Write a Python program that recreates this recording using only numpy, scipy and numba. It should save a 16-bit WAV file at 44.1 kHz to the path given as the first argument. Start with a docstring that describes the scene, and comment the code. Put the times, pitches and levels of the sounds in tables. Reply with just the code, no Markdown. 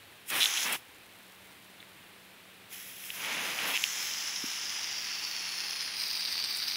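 """A garden hose's twist nozzle, close by on a quiet lawn: a short burst, a pause, then a dribble that
opens into a cone of spray and narrows to a jet. The valve gap hisses, the cone tears into droplets and
the valve chatters where cone turns to jet. Turbulence rings the nozzle, lower and more sputtering as it
opens; air pockets pop in it. Stray drops tick on the grass, two faint taps fall in the pause,
a hand bumps, a machine hums far away."""
import sys
import numpy as np
from scipy import signal
from scipy.fft import rfft, irfft, next_fast_len
from scipy.io import wavfile
from numba import njit

SR = 44100
rng = np.random.default_rng(int(sys.argv[2]) if len(sys.argv) > 2 else 0)


def store_wav(level_fs):
    """Save 16-bit WAV to argv[1]."""
    pcm = np.round(np.clip(np.atleast_2d(level_fs), -1, 1) * 32767)
    wavfile.write(sys.argv[1], SR, pcm.T.astype(np.int16))


N = 298116

# Spectra of the noise sources. 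Each row: frequency in Hz, level in dB.
GARDEN_SPECTRUM = [(25, -20), (45, -26), (95, -7), (150, -11.5), (290, -9), (580, -11), (1300, -11.5),
                   (2300, -8.5), (3900, -13), (5000, -20), (6600, -23.5), (9800, -21), (15500, -22.5)]
GAP_SPECTRUM = [(300, -42), (1300, -5), (2000, 3.5), (3300, 4.5), (4400, -7), (5200, 1.5), (7000, -2),
                (8600, 0.5), (10000, 2.5), (11200, 4), (12200, -2.5), (12800, 3), (13550, -3.5), (14300, 3),
                (16000, -2)]
SQUIRT_SPECTRUM = [(4000, -32), (7500, -0.5), (10500, 2), (13000, -5), (16000, -6)]
CONE_SPECTRUM = [(40, -48), (100, -17.5), (200, -5.5), (520, -6.5), (900, -1.5), (1500, -1), (2300, 3.5),
                 (3200, 0.5), (4200, -7.5), (5200, -11.5), (7000, -22.5), (8500, -12.5), (11000, -20.5),
                 (16000, -57)]
RUSH_SPECTRUM = [(100, -37), (300, -11.5), (580, -16), (820, -6), (1400, -3.5), (2050, 2), (2800, 1),
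                 (3400, 2), (4200, -5), (6000, -23), (16000, -49)]
PATTER_SPECTRUM = [(1500, -14), (4000, -2), (9000, -1), (16000, -1)]
# Hiss of the open valve. Each row: start, end, rise and fall in seconds, level in dB.
VALVE_OPEN = [(0.24, 0.792, 0.064, 0.032, -39), (2.675, 7, 0.055, .05, -43)]
# Flares where the twist pinches the gap. Each row: time in seconds, level in dB, decay in seconds.
GAP_PINCHES = [(0.302, -33, 0.0092), (0.362, -31.5, 0.05), (.42, -33.5, 0.088), (.73, -30.5, 0.023),
               (2.733, -47, .02), (3.14, -40.5, 0.16), (3.68, -37, 0.14), (3.83, -42, 0.18)]
# Leaks past the seal. Each row: time in seconds, level in dB, length in seconds.
SEAL_SQUIRTS = [(0.282, -41.5, 0.03), (0.7242, -27, 0.005), (6.032, -43, .005), (6.079, -40, .006),
                (6.44, -42, .008), (6.531, -44, .005), (6.56, -44, 0.033), (6.572, -36, 0.0022)]
# Water fanning out. Each row: start, end, rise and fall in seconds, level in dB.
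CONE_SPANS = [(0.298, 0.44, 0.026, 0.053, -32), (0.635, 0.769, 0.023, 0.013, -33.5),
              (3.115, 3.617, 0.18, 0.099, -35.5), (3.547, 3.786, 0.08, 0.073, -33.5),
              (3.894, 4.25, 0.16, 0.26, -47)]
# Water gathered in a jet. Each row: start, end, rise and fall in seconds, rush and ring gains in dB.
JET_SPANS = [(0.382, 0.691, 0.027, .06, -36, -0.5), (3.145, 3.755, 0.1, 0.051, -57, -7.5),
             (3.721, 7, 0.033, .06, -41.5, 0)]
# Nozzle tuning. Each row: time in seconds, main mode in Hz, low mode in Hz, low mode drive in dB.
TWIST_CURVE = [(.6, 6370, 5150, -6), (3.2, 6400, 5000, -8), (3.6, 6400, 4960, -0.5), (3.8, 6700, 5320, -4),
               (4.22, 6000, 5150, 1), (4.48, 5830, 5340, 0), (4.75, 5780, 5080, 1.5),
               (5.05, 5420, 4720, -1), (5.5, 5360, 4400, 1), (5.88, 5030, 4320, -1), (6.03, 4920, 4070, -2),
               (6.3, 4640, 3750, -1.5), (6.76, 4680, 3920, -1)]
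# Nozzle ring, one list each for the short, narrow and wide jet. Each row: time in seconds, gain in dB.
RING_CURVES = [
    [(0.47, -34.5), (0.626, -34.5), (0.63, -33)],
    [(3.86, -37), (4.7, -39.5), (5.88, -39), (5.92, -41)],
    [(6.0, -35), (6.76, -35.5)],
]
# Notch between ring and sizzle. Each row: time in seconds, centre in Hz, depth from 0 to 1.
NOTCH_CURVE = [(.38, 7750, 0.4), (.44, 8300, 0), (.52, 9260, 0.45), (2.8, 8700, 0.9), (3.5, 8560, 0.65),
               (4.2, 8640, 0.7), (4.8, 8150, 0.56), (5.4, 8400, 0.75), (5.88, 8000, 1), (6.03, 7200, 0.9),
               (6.3, 6950, .95)]
# Sizzling overtone. Each row: time in seconds, level in dB relative to the ring.
SIZZLE_CURVE = [(3.3, -6.5), (3.9, -16), (4.5, -13.5), (5.05, -16.5), (5.6, -10.5), (5.92, -9), (6.05, -13),
                (6.3, -16.5)]
# Large gulps of air in the jet. Each row: time in seconds, gain in dB.
AIR_GULPS = [(5.972, -1.5), (6.21, 4), (6.444, 4), (6.506, 2.5), (6.683, 2.5)]
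# Valve chatter. Each row: last contact, last gap and length in seconds, last level in dB,
# pitch in Hz, after-ring gain in dB.
VALVE_RATTLES = [(.4574, .0165, 0.054, -10.5, 3400, -8), (0.5808, 0.0035, 0.0089, -18.5, 3230, -13),
                 (3.775, .0092, 0.039, -15.5, 2650, -37)]
# Two faint taps in the pause, then sharp clicks of the valve.
# Each row: time in seconds, level in dB, pitch in Hz, after-ring and edge gains in dB.
SINGLE_CLICKS = [(1.803, -45, 3450, 5, -40), (1.827, -37, 2140, -10, -40), (3.1033, -20, 2800, -11.5, -35),
                 (3.2478, -22.5, 2700, -25, -18), (3.589, -19.5, 2620, -27, -22),
                 (3.8394, -9, 2800, -29, -10)]
# Loudest air pops. Each row: time in seconds, level in dB, pitch in Hz.
AIR_SPITS = [(4.0201, -33, 5240), (4.137, -21, 5400), (4.3617, -24, 5360), (4.695, -21.5, 5100),
             (4.832, -25, 5230), (4.8432, -21.5, 5340), (5.6045, -20, 5200), (5.7094, -23, 5200),
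             (5.7323, -25, 5200), (5.808, -21, 5200), (5.816, -25, 5100), (5.968, -25, 4990),
             (6.011, -25, 4900), (6.0371, -22, 4900), (6.1051, -22, 4750), (6.1426, -23, 4750),
             (6.1538, -21, 4750), (6.1739, -19, 4750), (6.2515, -19, 4460), (6.2577, -19, 4620),
             (6.4032, -26, 4700), (6.4173, -27, 4700), (6.4253, -20, 4930), (6.4401, -19, 4680),
             (6.447, -21, 4700), (6.6267, -20, 4680), (6.6816, -20, 4870), (6.7125, -20.5, 4700)]
# Dull knocks. Each row: time in seconds, level in dB.
HAND_BUMPS = [(4.4393, -26), (4.4673, -44)]

NARROW_HZ = 6000   # main mode of the narrow nozzle
TIME_S = np.arange(N) / SR
HIT_TIME_S = np.arange(SR // 20) / SR


def from_db(db):
    """Decibels to gain."""
    return 10 ** (np.asarray(db) / 20)


def unit_rms(x):
    """Scale to rms 1."""
    return x / np.sqrt(np.mean(x ** 2) + 1e-20)


def curves(rows):
    """Each column after the time, interpolated per sample."""
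    times_s, *columns = np.transpose(rows)
    return [np.interp(TIME_S, times_s, column) for column in columns]


def envelope(start_s, end_s, rise_s, fall_s):
    """Linear rise and fall, capped at 1."""
    return np.clip((TIME_S - start_s) / rise_s, 0, 1) * np.clip((end_s - TIME_S) / fall_s, 0, 1)


def coloured(x, spectrum):
    """Filter by a spectrum, falling 6 dB per octave below its first point; rms 1."""
    hz, level_db = np.transpose(spectrum)
    size = next_fast_len(N)
    bins_hz = np.maximum(np.arange(size // 2 + 1) * SR / size, 1)
    gain = from_db(np.interp(np.log(bins_hz), np.log(hz), level_db)) * np.minimum(bins_hz / hz[0], 1)
    return unit_rms(irfft(rfft(x, size) * gain, size)[:N])


def drift(rate_hz):
    """Smooth random motion; rms 1."""
    pole = np.exp(-2 * np.pi * rate_hz / SR)
    smooth = signal.lfilter([1], [1, -2 * pole, pole * pole], rng.standard_normal(N + SR))
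    return unit_rms(smooth)[SR:]


def flicker(depth_db, rate_hz):
    """Random gain that keeps the mean power."""
    gain = from_db(depth_db * np.clip(drift(rate_hz), -2.8, 2.8))
    return gain / np.exp(np.log(from_db(depth_db)) ** 2)


def grains(per_s, spread_db):
    """Random impulses of uneven size; rms 1."""
    sizes = from_db(spread_db * np.minimum(rng.exponential(1, N), 4)) * rng.choice([-1, 1], N)
    return unit_rms(sizes * (rng.random(N) < per_s / SR))


def grainy_noise(grain_db, per_s, spread_db):
    """White noise plus impulses."""
    return rng.standard_normal(N) + from_db(grain_db) * grains(per_s, spread_db)


@njit
def resonate(x, hz, radius):
    """Two-pole band-pass with moving centre and pole radius; peak gain 1."""
    y = np.zeros(len(x))
    for i in range(2, len(x)):
        r = radius[i]
        feedback = 2 * r * np.cos(2 * np.pi * hz[i] / SR) * y[i - 1] - r ** 2 * y[i - 2]
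        y[i] = (1 - r ** 2) / 2 * (x[i] - x[i - 2]) + feedback
    return y


def cavity(x, hz, width_hz):
    """Moving resonance, applied twice for steep flanks; white noise keeps its power."""
    radius = np.exp(-np.pi * width_hz / SR) * np.ones(N)
    return resonate(resonate(x, hz, radius), hz, radius) * np.sqrt(2 * SR / (np.pi * width_hz))


def notch(x, hz, width_hz, depth):
    """Moving antiresonance: cancels a share of one band."""
    radius = np.full(N, np.exp(-np.pi * width_hz / SR))
    return x - np.clip(depth, 0, 1) * resonate(x, hz, radius)


def highpass(x, hz, order):
    """Butterworth low cut."""
    return signal.sosfilt(signal.butter(order, hz, "high", fs=SR, output="sos"), x + 1e-18)


def ping(hz, rise_s):
    """Sine that swells to 1 and dies nearly as fast."""
    swell = (HIT_TIME_S / rise_s * np.exp(1 - HIT_TIME_S / rise_s)) ** 3
    return swell * np.sin(2 * np.pi * hz * HIT_TIME_S)


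def struck_mode(hz, t60_s):
    """Sine that decays from 1."""
    return from_db(-60 * HIT_TIME_S / t60_s) * np.sin(2 * np.pi * hz * HIT_TIME_S)


def add(out, at_s, sound):
    """Mix in a short sound."""
    i = round(at_s * SR)
    out[i:i + len(sound)] += sound[:N - i]


def garden_air(level_db=-54):
    """Soft outdoor air with fine drops ticking on the grass."""
    air = coloured(grainy_noise(grain_db=-9.5, per_s=700, spread_db=1.5), GARDEN_SPECTRUM)
    return from_db(level_db) * air * flicker(depth_db=0.16, rate_hz=8.7)


def gap_hiss(sag_db_per_s=3.5, pinch_rise_s=0.023):
    """The valve gap hisses and spatters, easing as it widens and flaring at each pinch."""
    power = np.zeros(N)
    for start_s, end_s, rise_s, fall_s, level_db in VALVE_OPEN:
        flow = envelope(start_s, end_s, rise_s, fall_s) ** 2   # the seal lifts gradually
        power += (flow * from_db(level_db - sag_db_per_s * (TIME_S - start_s))) ** 2
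    for at_s, level_db, decay_s in GAP_PINCHES:
        rise_s = min(pinch_rise_s, 0.5 * decay_s)
        away = np.maximum((at_s - TIME_S) / rise_s, (TIME_S - at_s) / decay_s)
        power += (from_db(level_db) * np.exp(-np.minimum(away, 20))) ** 2
    spatter = coloured(grainy_noise(grain_db=-5.5, per_s=2500, spread_db=2.2), GAP_SPECTRUM)
    return np.sqrt(power) * spatter * flicker(depth_db=2, rate_hz=4)


def air_bursts(per_s, spread_db, decay_s):
    """Air pockets burst at random, each a jump that decays; mean 0, rms 1."""
    pole = np.exp(-1 / (decay_s * SR))
    jumps = signal.lfilter([1], [1, -pole], np.abs(grains(per_s, spread_db)) + 1e-18)
    return unit_rms(jumps - jumps.mean())


def sputter_gain(pitch_hz, narrow_db=1.5, db_per_octave=2):
    """Air in the water: quick spurts, deeper as the pitch sinks, and a few large gulps."""
    depth = from_db(narrow_db - db_per_octave * np.log2(pitch_hz / NARROW_HZ)) - 1
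    spurts = air_bursts(per_s=420, spread_db=4, decay_s=0.00083)
    spurts += 0.27 * air_bursts(per_s=170, spread_db=2.5, decay_s=0.008)
    gulp_db = sum(gain_db / (1 + ((TIME_S - at_s) / 0.0061) ** 4) for at_s, gain_db in AIR_GULPS)
    return from_db(gulp_db) * np.maximum(1 + depth * spurts, 0) / np.sqrt(1 + depth ** 2)


def seal_squirts():
    """Water slips past the seal in puffs of bright hiss."""
    gain = np.zeros(N)
    for at_s, level_db, length_s in SEAL_SQUIRTS:
        puff = envelope(at_s - length_s / 4, at_s + 1.22 * length_s, length_s / 2, length_s)
        gain += from_db(level_db) * puff
    return gain * coloured(rng.standard_normal(N), SQUIRT_SPECTRUM)


def cone_spray():
    """The water sheet tears into droplets, fluttering slightly."""
    gain = sum(from_db(level_db) * envelope(*span) for *span, level_db in CONE_SPANS)
    droplets = coloured(grains(per_s=22000, spread_db=1.5), CONE_SPECTRUM)
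    return gain * droplets * flicker(depth_db=0.55, rate_hz=140)


def turbulence(gain):
    """Grainy flow noise that drives the jet."""
    return gain * unit_rms(grainy_noise(grain_db=-3.5, per_s=3500, spread_db=4.5))


def follow_pitch(pitch_hz, narrow_hz, power):
    """A nozzle frequency tied to the main mode by a power law."""
    return narrow_hz * (pitch_hz / NARROW_HZ) ** power


def eddy_wander():
    """Pitch factor: eddies push it about 2 % up and down."""
    return np.exp(0.021 * drift(rate_hz=12))


def mode_gain(hz, best_hz=4920, best_db=-5, fall_db_per_octave2=46):
    """A resonance weakens away from its best pitch."""
    return from_db(best_db - fall_db_per_octave2 * np.log2(hz / best_hz) ** 2)


def jet_rush(sputter, pitch_hz, db_per_octave=4.5):
    """Low rush of the turbulent jet, weaker as the pitch sinks."""
    gain = sum(from_db(rush_db) * envelope(*span) for *span, rush_db, _ in JET_SPANS)
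    gain *= from_db(db_per_octave * np.log2(pitch_hz / NARROW_HZ))
    return gain * coloured(turbulence(sputter ** 0.78), RUSH_SPECTRUM)


def nozzle_ring(sputter, pitch_hz, low_hz, low_db, notch_hz):
    """Turbulence drives the nozzle's broad ring, two overtones, hollow body and two narrow modes."""
    ring_hz = follow_pitch(pitch_hz, narrow_hz=5550, power=0.64)
    width_hz = follow_pitch(pitch_hz, narrow_hz=2070, power=1.37)
    broad = from_db(-1.5) * cavity(turbulence(sputter), ring_hz, 1.22 * width_hz)
    overtone = from_db(-15) * cavity(turbulence(sputter ** 0.55), 3.1 * ring_hz, 2.8 * width_hz)
    overtone *= flicker(depth_db=2.5, rate_hz=6.7)

    sizzle_db, = curves(SIZZLE_CURVE)
    sizzle_hz = 9900 * (notch_hz / 8450) ** 0.41
    sizzle = cavity(turbulence(sputter ** 0.64), sizzle_hz * eddy_wander(), width_hz=1300)
    sizzle *= from_db(sizzle_db) * flicker(depth_db=1.6, rate_hz=12)

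    body_hz = follow_pitch(pitch_hz, narrow_hz=2973, power=1)
    body = cavity(turbulence(sputter), body_hz, width_hz=490)
    body *= mode_gain(body_hz, best_hz=2730, best_db=-10, fall_db_per_octave2=144)

    pops = from_db(-9) * grains(per_s=41, spread_db=3.5)   # small air pockets strike both modes
    low = from_db(low_db) * mode_gain(low_hz) * cavity(turbulence(sputter) + pops, low_hz, width_hz=440)
    main_width_hz = follow_pitch(pitch_hz, narrow_hz=750, power=3.6)
    main = mode_gain(pitch_hz) * cavity(turbulence(sputter) + pops, pitch_hz, main_width_hz)

    ring_db, = curves(np.vstack(RING_CURVES))
    running = sum(from_db(share_db) * envelope(*span) for *span, _, share_db in JET_SPANS)
    return running * from_db(ring_db) * (broad + overtone + sizzle + body + low + main)


def valve_chatter(gap_ratio=0.855, gap_power=0.47, min_gap_s=0.0015, edge_db=-16.5):
    """Click rows of the valve chattering, slower and harder until it comes free."""
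    contacts = []
    count = np.arange(20)   # back from the last contact
    for last_s, last_gap_s, length_s, level_db, hz, after_db in VALVE_RATTLES:
        gaps_s = np.maximum(last_gap_s * gap_ratio ** count / (count + 1) ** gap_power, min_gap_s)
        for k, early_s in enumerate(np.append(0, np.cumsum(gaps_s))):
            if early_s <= length_s:
                loss_db = min(0.2 * k ** 2, 9)
                contacts.append((last_s - early_s, level_db - loss_db, hz, after_db, edge_db))
    return contacts


def clicks():
    """Valve clicks and two faint taps: a few cycles each; hard ones have a bright edge, some ring on."""
    out = np.zeros(N)
    edge = from_db(3.5) * ping(10600, rise_s=0.00007) + from_db(1.5) * ping(4320, rise_s=0.00051)
    after_ring = from_db(-2.5) * ping(3840, rise_s=0.0013) + from_db(-3) * struck_mode(3480, t60_s=0.029)
    for at_s, level_db, hz, after_db, edge_db in list(SINGLE_CLICKS) + valve_chatter():
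        click = ping(hz, rise_s=1.39 / hz) + from_db(edge_db) * edge + from_db(after_db) * after_ring
        add(out, at_s, from_db(level_db) * click)
    return highpass(out, hz=1900, order=4)   # small parts radiate no bass


def drop_patter(level_db=-67.5, length_s=1.7):
    """Stray drops tick on the grass as the first burst comes down, then fade."""
    closed_s = VALVE_OPEN[0][1]
    landing = envelope(closed_s, closed_s + length_s, rise_s=0.1, fall_s=0.84)
    return from_db(level_db) * landing * coloured(grains(per_s=45, spread_db=0.5), PATTER_SPECTRUM)


def machine_hum(hz=187.5, level_db=-68.5, start_s=0.88, rise_s=0.42):
    """A distant machine: one slightly drifting tone that fades in."""
    phase = 2 * np.pi * np.cumsum(hz + 0.5 * drift(rate_hz=1.8)) / SR
    fade_in = np.clip((TIME_S - start_s) / rise_s, 0, 1)
    return from_db(level_db) * fade_in * np.sqrt(2) * np.sin(phase)


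def air_spits():
    """Larger air pockets pop in the nozzle, each with a thin crack on top."""
    out = np.zeros(N)
    crack = from_db(-6) * ping(3200, rise_s=0.00037) + from_db(-13) * ping(12000, rise_s=0.00008)
    for at_s, level_db, hz in AIR_SPITS:
        add(out, at_s, from_db(level_db) * (ping(hz, rise_s=0.00046) + crack))
    return out


def hand_bumps():
    """The hand knocks the microphone case: one low mode and a faint tap."""
    out = np.zeros(N)
    knock = struck_mode(264, t60_s=0.023) + from_db(-8) * ping(1200, rise_s=0.00037)
    for at_s, level_db in HAND_BUMPS:
        add(out, at_s, from_db(level_db) * knock)
    return highpass(out, hz=190, order=3)


def scene():
    """The twist tunes the nozzle; air in the water shakes jet and hiss together. Dual mono."""
    pitch_hz, low_hz, low_db = curves(TWIST_CURVE)
    notch_hz, notch_depth = curves(NOTCH_CURVE)
    sputter = sputter_gain(pitch_hz)
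    jet = jet_rush(sputter, pitch_hz) + nozzle_ring(sputter, pitch_hz, low_hz, low_db, notch_hz)
    water = jet + gap_hiss() * sputter ** 0.75 + cone_spray() + air_spits()
    water = notch(water, follow_pitch(pitch_hz, narrow_hz=4380, power=1.1), width_hz=170, depth=0.29)
    notch_depth *= flicker(depth_db=1.8, rate_hz=7.6)
    water = notch(water, notch_hz * eddy_wander(), width_hz=1720, depth=notch_depth)
    near = water + seal_squirts() + clicks() + hand_bumps()
    lawn = garden_air() + drop_patter() + machine_hum()
    return np.tile(near + lawn, (2, 1))


def record(dry, cutoff_hz=15720):
    """Steep elliptic low-pass."""
    return signal.sosfilt(signal.ellip(12, 0.1, 70, cutoff_hz, fs=SR, output="sos"), dry)


dry = scene()
out = record(dry)
store_wav(out)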